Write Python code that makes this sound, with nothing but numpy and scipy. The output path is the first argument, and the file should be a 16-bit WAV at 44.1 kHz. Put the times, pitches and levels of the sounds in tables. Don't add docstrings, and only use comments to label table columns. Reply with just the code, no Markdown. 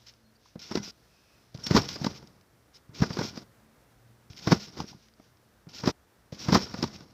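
import sys
import numpy as np
from scipy import signal
from scipy.fft import rfft, irfft
from scipy.io import wavfile
from scipy.ndimage import uniform_filter1d, minimum_filter1d

SR = 44100
rng = np.random.default_rng(int(sys.argv[2]) if len(sys.argv) > 2 else 0)


def transcribe(u):
    v = np.clip(np.atleast_2d(u).T, -1, 1)
    q = np.round(v * 32767).astype(np.int16)
    wavfile.write(sys.argv[1], SR, q)


N = 314433
TIME = np.arange(N) / SR

# frequency_hz, level_db
AIR_SPECTRUM = [(20, -24), (50, 2), (110, -1), (220, -5.5), (500, -8), (1000, -13), (1600, -13.5),
                (2800, -23), (5200, -25.5), (7000, -26.5), (15500, -28)]
# time_s, level_db
AIR_LEVEL = [(0, -65.5), (.5, -66.5), (1, -64), (1.45, -64), (2.5, -64), (3.6, -61.5), (5.0, -65),
             (6, -63.5), (7.13, -65)]
# middle_s, half_length_s, level_db
SWISHES = [(0.02, 0.15, -67), (.47, .05, -65.5), (1.26, 0.75, -71.5), (5.028, 0.058, -65),
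           (5.243, 0.063, -69)]
# pitch_hz, level_db
HUM_TONES = [(118.4, -69), (220.7, -76)]
# time_s, gain_db
HUM_LEVEL = [(0, 7), (.38, 2.5), (.45, -7.5), (3, -5), (3.6, 7), (4.25, 3), (5, 1.5), (7.13, -22)]
# start_s, length_s, level_db, attack_s, release_s
SLIPS = [(0.063, .035, -51.5, 0.003, 0.011), (.592, 0.0065, -49, .0005, 0.016),
         (0.613, 0.14, -48.5, .0044, .005), (0.826, .085, -44.5, 0.0027, 0.0025),
         (1.544, 0.0033, -49.5, .0005, 0.011), (1.633, 0.017, -50, .0005, 0.0046),
         (1.894, 0.065, -42.5, .003, .005), (2.136, .04, -48.5, 0.014, 0.0095),
         (2.728, 0.044, -54.5, 0.034, 0.013), (2.945, 0.059, -49, 0.00045, 0.0046),
         (3.128, 0.0085, -42, .0033, 0.004), (3.224, 0.072, -41, .006, 0.0089),
         (4.299, 0.018, -55, .001, 0.029), (4.361, 0.034, -45.5, 0.01, 0.0059),
         (4.417, 0.062, -47, 0.0045, .005), (4.594, 0.064, -44.5, 0.0072, 0.014),
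         (4.874, 0.019, -47, .0073, 0.024), (5.688, 0.0063, -54, .001, 0.023),
         (5.731, 0.076, -41.5, 0.022, 0.0082), (6.321, 0.039, -50.5, .001, .008),
         (6.382, 0.078, -40.5, 0.02, .005), (6.609, 0.045, -45, 0.0044, .006),
         (6.938, 0.026, -49.5, 0.0057, 0.012)]
# frequency_hz, level_db
RUB_SPECTRUM = [(300, -18.5), (800, -11.5), (1500, -9.5), (2600, -3), (3800, 0), (5700, 3), (6600, -6),
                (7600, -18), (9600, -40), (13000, -19.5), (15500, -27.5)]
# centre_hz, width_hz, boost_db
SPRING_PEAKS = [(1424, 140, 9), (2080, 84, 3.5), (2380, 120, 3.5), (3360, 80, 0.5), (3893, 100, 1),
                (4630, 77, 1.5), (4950, 110, 5), (5424, 210, 7), (5670, 200, -1), (5650, 120, -1.5)]
# start_s, level_db
TICKS = [(0.138, -62), (1.575, -52), (2.273, -57), (2.411, -63), (4.333, -55), (5.085, -58), (5.138, -66),
         (5.371, -69)]
# start_s, length_s, pitch_hz, width_hz, level_db
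SQUEAKS = [(0.24, .065, 4260, 11, -76.5), (0.354, .016, 4700, 200, -68), (0.715, 0.014, 5440, 75, -44),
           (0.827, 0.027, 5740, 19, -49.5), (.859, 0.052, 4960, 22, -51.5), (0.944, 0.63, 5150, 70, -79),
           (1.053, 0.4, 2550, 160, -75), (1.636, 0.012, 6000, 130, -46), (1.638, 0.047, 5480, 20, -39.5),
           (1.812, 0.047, 5480, 60, -49), (1.928, 0.037, 4900, 50, -44.5), (2.746, .028, 5180, 180, -57.5),
           (3.13, 0.016, 4710, 39, -45.5), (3.225, .035, 5700, 77, -53), (4.864, 0.056, 5620, 49, -56),
           (6.391, .06, 5710, 42, -52), (6.608, .04, 5370, 33, -43.5)]
# start_s, pitch_hz, level_db
CLONKS = [(.457, 1000, -54.5), (.556, 520, -43.5), (1.546, 554, -44), (1.764, 960, -14.5),
          (2.067, 910, -27.5), (4.519, 910, -18), (4.525, 410, -14), (4.802, 870, -31.5), (4.929, 800, -49),
          (5.199, 633, -52.5), (5.874, 373, -24), (6.324, 490, -40), (6.552, 1052, -16.5),
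          (6.839, 925, -26.5)]
# touch_s, deepest_s, still_s, touch_db, touch_pitch_hz, load_db
BOUNCES = [(0.556, 0.788, 0.9, -34.5, 195, -6), (1.546, 1.74, 2.4, -35, 148, 1),
           (2.891, 3.072, 3.43, -44.5, 140, -0.5), (4.3, 4.52, 4.99, -42, 116, -4),
           (5.668, 5.89, 5.92, -42, 174, -0.5), (6.324, 6.53, 7.3, -31.5, 162, 0.5)]
# start_s, thump_db, start_pitch_hz, clack_db, crunch_db
KNOCKS = [(.711, -28.5, 227, -38, -47.5), (.72, -34, 250, -43.5, -48), (.753, -18.5, 334, -34, -35.5),
          (.772, -23.5, 270, -37, -40.5), (.799, -34, 190, -61.5, -56.5), (.875, -48, 208, -50.5, -54),
          (1.586, -43, 146, -56, -61.5), (1.665, -35, 215, -46, -31.5), (1.708, -18.5, 163, -28.5, -36.5),
          (1.747, -13.5, 210, -28, -38), (1.763, -19, 287, -22.5, -24), (1.774, -17, 264.5, -31, -33.5),
          (1.799, -30, 167, -43.5, -55.5), (1.887, -60, 220, -48, -35), (1.957, -41, 272, -42, -45),
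          (2.013, -30, 195, -50.5, -48), (2.043, -27.5, 205, -33.5, -34.5), (2.064, -23, 228, -37.5, -38),
          (2.225, -45.5, 189, -54, -59.5), (3.002, -26, 141, -55.5, -44.5), (3.019, -15, 187, -31, -41.5),
          (3.03, -37, 240, -31.5, -43.5), (3.103, -29, 162, -39, -48.5), (3.169, -29, 305, -37.5, -45.5),
          (3.188, -23.5, 189, -33.5, -38), (3.211, -24, 348, -33.5, -46), (3.25, -35, 233, -61, -50),
          (3.374, -34.5, 234, -46, -45.5), (4.471, -19, 167, -29, -35.5), (4.511, -27, 266, -26, -41),
          (4.519, -10, 260, -26, -26), (4.525, -13, 216, -45, -43), (4.547, -32, 232, -46.5, -48),
          (4.771, -39.5, 253, -44.5, -53), (4.801, -30.5, 210, -40, -40), (4.839, -39.5, 243, -54, -60.5),
          (4.945, -46, 197, -67, -67.5), (5.197, -46.5, 298, -57, -73), (5.835, -28, 192, -36, -46.5),
          (5.857, -35, 212, -35, -40), (5.873, -14.5, 230, -28.5, -34), (5.889, -30, 271, -36, -39.5),
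          (6.484, -18, 182, -33, -39), (6.493, -26.5, 213, -34.5, -48.5), (6.523, -15.5, 188, -26, -32),
          (6.546, -12.5, 220, -21.5, -25), (6.555, -12, 224, -30, -37.5), (6.58, -29, 187, -40.5, -46.5),
          (6.74, -34, 228, -38, -43), (6.787, -32.5, 185, -56, -58.5), (6.826, -22, 258, -35.5, -33.5),
          (6.838, -19.5, 243, -39.5, -37.5), (7.006, -44, 256.3, -53.5, -55.5)]
# pitch_hz, level_db, t60_s
FRAME_MODES = [(82.9, -35.5, 0.15), (125, -27.5, 0.11), (173, -14.5, 0.055), (203.4, -19, 0.23),
               (256, -33, 0.05), (295, -28, 0.096), (374.7, -17.5, 0.085), (438, -25.5, .08)]
# frequency_hz, level_db
CLACK_SPECTRUM = [(120, -16.5), (300, 8), (450, 6), (560, 1.5), (690, 0.5), (950, -4), (1400, -4),
                  (2100, -8.5), (2900, -19), (5000, -30), (9000, -61.5)]
# frequency_hz, level_db
CRUNCH_SPECTRUM = [(400, -23), (1500, -6), (2700, -7), (3800, 1), (5700, 0), (6500, -10.5), (7500, -17.5),
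                   (10000, -38.5), (13000, -24.5), (15500, -29)]
# centre_hz, width_hz, boost_db
CASE_PEAKS = [(964, 230, 5.5), (1202, 52, 4.5), (1434, 76, 3), (1600, 51, 0), (2026, 22, 6.5),
              (4550, 190, 2), (5230, 150, 2), (5100, 540, 4)]
# peak_s, width_s, level_db
SURGES = [(.765, 0.03, -49.5), (1.768, 0.033, -31), (2.06, 0.057, -47.5), (3.035, 0.017, -37.5),
          (3.205, 0.044, -41.5), (3.382, 0.026, -50.5), (4.518, 0.024, -35.5), (4.805, 0.021, -43),
          (5.882, 0.018, -36.5), (6.548, 0.031, -31), (6.81, 0.092, -48)]
# frequency_hz, level_db
SHUDDER_SPECTRUM = [(20, -28.5), (45, -11.5), (80, -1.5), (130, 1.5), (210, 0), (320, -7), (480, -18.5),
                    (700, -16.5), (1500, -43), (4000, -52.5)]
COIL_PITCHES = [1451, 4450, 4880, 4920, 5540, 5560, 5712]


def gain_of(db):
    return 10 ** (np.asarray(db) / 20)


def unit_rms(x):
    return x / np.sqrt(np.mean(x ** 2) + 1e-20)


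def add(mix, start_s, sound):
    part = mix[max(round(start_s * SR), 0):][:len(sound)]
    part += sound[:len(part)]


def colour(x, spectrum, peaks=(), size=4096):
    hz = abs(np.fft.fftfreq(size, 1 / SR))
    points_hz, level_db = np.transpose(spectrum)
    db = np.interp(np.log(hz + 1), np.log(points_hz), level_db)
    for centre, width, boost_db in peaks:
        db = db + boost_db / (1 + (2 * (hz - centre) / width) ** 2)
    minimum_phase = np.exp(signal.hilbert(np.log(gain_of(db))).conj())
    taps = np.fft.ifft(minimum_phase).real
    return signal.oaconvolve(x, taps[:size // 2] / np.linalg.norm(taps))[:len(x)]


def wander(rate_hz):
    hz = np.fft.rfftfreq(N, 1 / SR)
    return unit_rms(irfft(rfft(rng.standard_normal(N)) * np.exp(-(hz / rate_hz) ** 2), N))


def grains(per_s, spread_db):
    size = gain_of(spread_db * np.minimum(rng.exponential(1, N), 4))
    return unit_rms(size * rng.choice([-1, 1], N) * (rng.random(N) < per_s / SR))


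def swell(t, rise_s):
    return t / rise_s * np.exp(1 - t / rise_s)


def garden(rustle_db=-79):
    air = colour(rng.standard_normal(N), AIR_SPECTRUM)
    air *= gain_of(np.interp(TIME, *np.transpose(AIR_LEVEL)) + 0.53 * wander(rate_hz=11))
    flight = sum(gain_of(db) * np.exp(-((TIME - middle) / half) ** 2) for middle, half, db in SWISHES)
    swish = colour(grains(per_s=7000, spread_db=3.5), RUB_SPECTRUM) * np.hypot(flight, gain_of(rustle_db))
    clock = np.cumsum(1 + 0.005 * wander(rate_hz=9.6)) / SR
    hum = sum(gain_of(db) * unit_rms(np.sin(2 * np.pi * hz * clock) * gain_of(7.2 * wander(rate_hz=3.6)))
              for hz, db in HUM_TONES)
    return air + swish + hum * gain_of(np.interp(TIME, *np.transpose(HUM_LEVEL)))


def fabric_slips(slowing_s=0.16, uneven_db=0.1, gain_db=1):
    speed, t = np.zeros(N), np.arange(SR // 5) / SR
    for start, length, db, attack, release in SLIPS:
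        sticking = np.exp(-t / slowing_s - np.maximum(t - length, 0) / release)
        add(speed, start, gain_of(db) * (1 - np.exp(-t / attack)) * sticking)
    weave = grains(per_s=2400, spread_db=-0.5) * gain_of(uneven_db * wander(rate_hz=100))
    return gain_of(gain_db) * colour(speed * weave, RUB_SPECTRUM, SPRING_PEAKS)


def hook_ticks(decay_s=0.0018, gain_db=9):
    out, t = np.zeros(N), np.arange(SR // 50) / SR
    for start, db in TICKS:
        add(out, start, gain_of(db + gain_db) * np.exp(-t / decay_s) * rng.standard_normal(len(t)))
    return colour(out, RUB_SPECTRUM, SPRING_PEAKS)


def spring_squeaks(taper_per_s=1.1):
    out = np.zeros(N)
    for start, length, hz, width, db in SQUEAKS:
        count = int(length * SR)
        ring = signal.lfilter(*signal.iirpeak(hz, hz / width, SR), rng.standard_normal(SR))[-count:]
        ring = ring / (abs(signal.hilbert(ring)) + 1e-9) ** 0.38
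        taper = signal.windows.tukey(count, min(taper_per_s * length, 1))
        add(out, start, gain_of(db) * unit_rms(ring * taper))
    return out


def tube_clonks(rise_s=0.002, overtone_ratio=1.24, overtone_db=-6):
    out, t = np.zeros(N), np.arange(SR // 20) / SR
    for start, hz, db in CLONKS:
        overtone = gain_of(overtone_db) * np.sin(2 * np.pi * (overtone_ratio * hz * t + rng.random()))
        add(out, start, gain_of(db) * (np.sin(2 * np.pi * hz * t) + overtone) * swell(t, rise_s))
    return out


def jolts(clack_db=-19, crunch_db=-29):
    touches = [(touch, db, hz, db + clack_db, db + crunch_db) for touch, _, _, db, hz, _ in BOUNCES]
    return touches + list(KNOCKS)


def frame_thumps(rise_cycles=0.49, slowing_s=0.12, lag_s=0.00089, rock_db=4, ring_db=3, detune=0.044):
    out, t = np.zeros(N), np.arange(SR // 3) / SR
    ring_onset = 1 - np.exp(-t / 0.0065)
    for start, db, hz, _, _ in jolts():
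        rock = -np.sin(2 * np.pi * hz * t / (1 + t / slowing_s)) * swell(t, rise_cycles / hz) ** 1.31
        ring = np.zeros(len(t))
        for mode_hz, mode_db, t60 in FRAME_MODES:
            cycles = mode_hz * (1 + detune * rng.normal()) * t + rng.random()
            ring += gain_of(mode_db - 60 * t / t60) * np.sin(2 * np.pi * cycles)
        thump = gain_of(rock_db) * rock + gain_of(ring_db) * ring * ring_onset
        add(out, start + lag_s, gain_of(db) * thump)
    return out


def chatter(levels_db, rise_s, per_s, spread_db, growth=0.18):
    out, t = np.zeros(N), np.arange(SR // 20) / SR
    contacts = grains(per_s, spread_db)
    for (start, *_), db in zip(jolts(), levels_db):
        shape = swell(t, rise_s * gain_of(growth * (db - np.mean(levels_db)))) ** 1.04
        burst = shape * contacts[round(start * SR):][:len(t)]
        add(out, start, gain_of(db) * unit_rms(burst) * np.sqrt(np.mean(shape ** 2)))
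    return out


def case_clatter(clack_db=3.5, crunch_db=4):
    _, _, _, clacks, crunches = np.transpose(jolts())
    clack = colour(chatter(clacks, rise_s=0.0033, per_s=2500, spread_db=4), CLACK_SPECTRUM, CASE_PEAKS)
    crunch = chatter(crunches, rise_s=0.0019, per_s=4300, spread_db=-0.5)
    crunch = colour(crunch, CRUNCH_SPECTRUM, CASE_PEAKS)
    return gain_of(clack_db) * clack + gain_of(crunch_db) * crunch


def strain(stretch_db, tighten_s, settle_s, bend, surge_db):
    stretch = np.zeros(N)
    for _, deepest, _, _, _, load_db in BOUNCES:
        before, after = np.minimum(TIME - deepest, 0), np.maximum(TIME - deepest, 0)
        stretch += gain_of(load_db) * np.exp(before / tighten_s - (after / settle_s) ** bend)
    surges = sum(gain_of(db) * np.exp(-abs(TIME - peak) / width) for peak, width, db in SURGES)
    return gain_of(stretch_db) * stretch + gain_of(surge_db) * surges


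def aftershake(levels_db, share_db, build_s, decay_s):
    power, t = np.zeros(N), np.arange(-SR // 20, SR // 3) / SR
    shape = np.exp(np.minimum(t / build_s, -t / decay_s))
    for (start, *_), db in zip(jolts(), levels_db):
        add(power, start + t[0], (gain_of(db + share_db) * shape) ** 2)
    return np.sqrt(power)


def loaded(delay_s=0, grip_s=0.0081, release_s=0.0083):
    return sum(np.clip((TIME - touch - delay_s) / grip_s, 0, 1)
               * np.exp(-np.maximum(TIME - still, 0) / release_s) for touch, _, still, *_ in BOUNCES)


def rim(gain_db=-1):
    _, blows, _, clacks, crunches = np.transpose(jolts())
    shudder = np.hypot(strain(stretch_db=-50, tighten_s=0.21, settle_s=0.49, bend=2.5, surge_db=3.5),
                       aftershake(blows, share_db=-11.5, build_s=0.0023, decay_s=0.02)) * loaded()
    rattle = np.hypot(strain(stretch_db=-54.5, tighten_s=0.2, settle_s=0.4, bend=1.4, surge_db=1.5),
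                      aftershake(clacks, share_db=-8.5, build_s=0.0054, decay_s=0.016)) * loaded()
    rub = np.hypot(strain(stretch_db=-49.5, tighten_s=0.17, settle_s=0.32, bend=1.8, surge_db=-1.5),
                   aftershake(crunches, share_db=-6, build_s=0.0036, decay_s=0.026))
    rub *= loaded(delay_s=0.041)
    catch = wander(rate_hz=42)
    frame = shudder * unit_rms(grains(per_s=590, spread_db=0) * gain_of(2.2 * catch))
    parts = rattle * unit_rms(grains(per_s=1400, spread_db=1) * gain_of(1.6 * catch))
    pad = rub * unit_rms(grains(per_s=2800, spread_db=1) * gain_of(2.2 * catch))
    contacts = (colour(frame, SHUDDER_SPECTRUM) + colour(parts, CLACK_SPECTRUM, CASE_PEAKS)
                + colour(pad, RUB_SPECTRUM, SPRING_PEAKS))
    return gain_of(gain_db) * contacts + spring_jangle(rub)


def spring_jangle(rub, gain_db=-7, per_s=45, t60_s=0.032):
    rings, t = np.zeros(N), np.arange(SR // 8) / SR
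    for hz in COIL_PITCHES:
        ring = gain_of(-60 * t / t60_s) * np.sin(2 * np.pi * hz * t)
        rings += signal.oaconvolve(grains(per_s, spread_db=2), ring)[:N]
    return gain_of(gain_db) * rub * unit_rms(rings)


def sudden_stops(times_s=(0.909, 5.909), pause_s=0.25, fade_s=0.003):
    gain = np.ones(N)
    for stop in times_s:
        gain *= np.where(TIME < stop + pause_s, np.exp(-np.maximum(TIME - stop, 0) / fade_s), 1)
    return gain


def scene():
    landings = (frame_thumps() + case_clatter() + tube_clonks() + rim() + fabric_slips()) * sudden_stops()
    return (landings + spring_squeaks() + hook_ticks() + garden())[None]


def record(dry, low_cut_hz=44, ceiling_db=-6, high_cut_hz=15550):
    thinned = signal.sosfilt(signal.butter(2, low_cut_hz, "high", fs=SR, output="sos"), dry)
    headroom = np.minimum(gain_of(ceiling_db) / (abs(thinned) + 1e-9), 1)
    limited = thinned * uniform_filter1d(minimum_filter1d(headroom, size=101), size=101)
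    lowpass = signal.firwin(511, high_cut_hz, window=("kaiser", 9), fs=SR)
    return signal.oaconvolve(limited, lowpass[None], "same")


dry = scene()
out = record(dry)
transcribe(out)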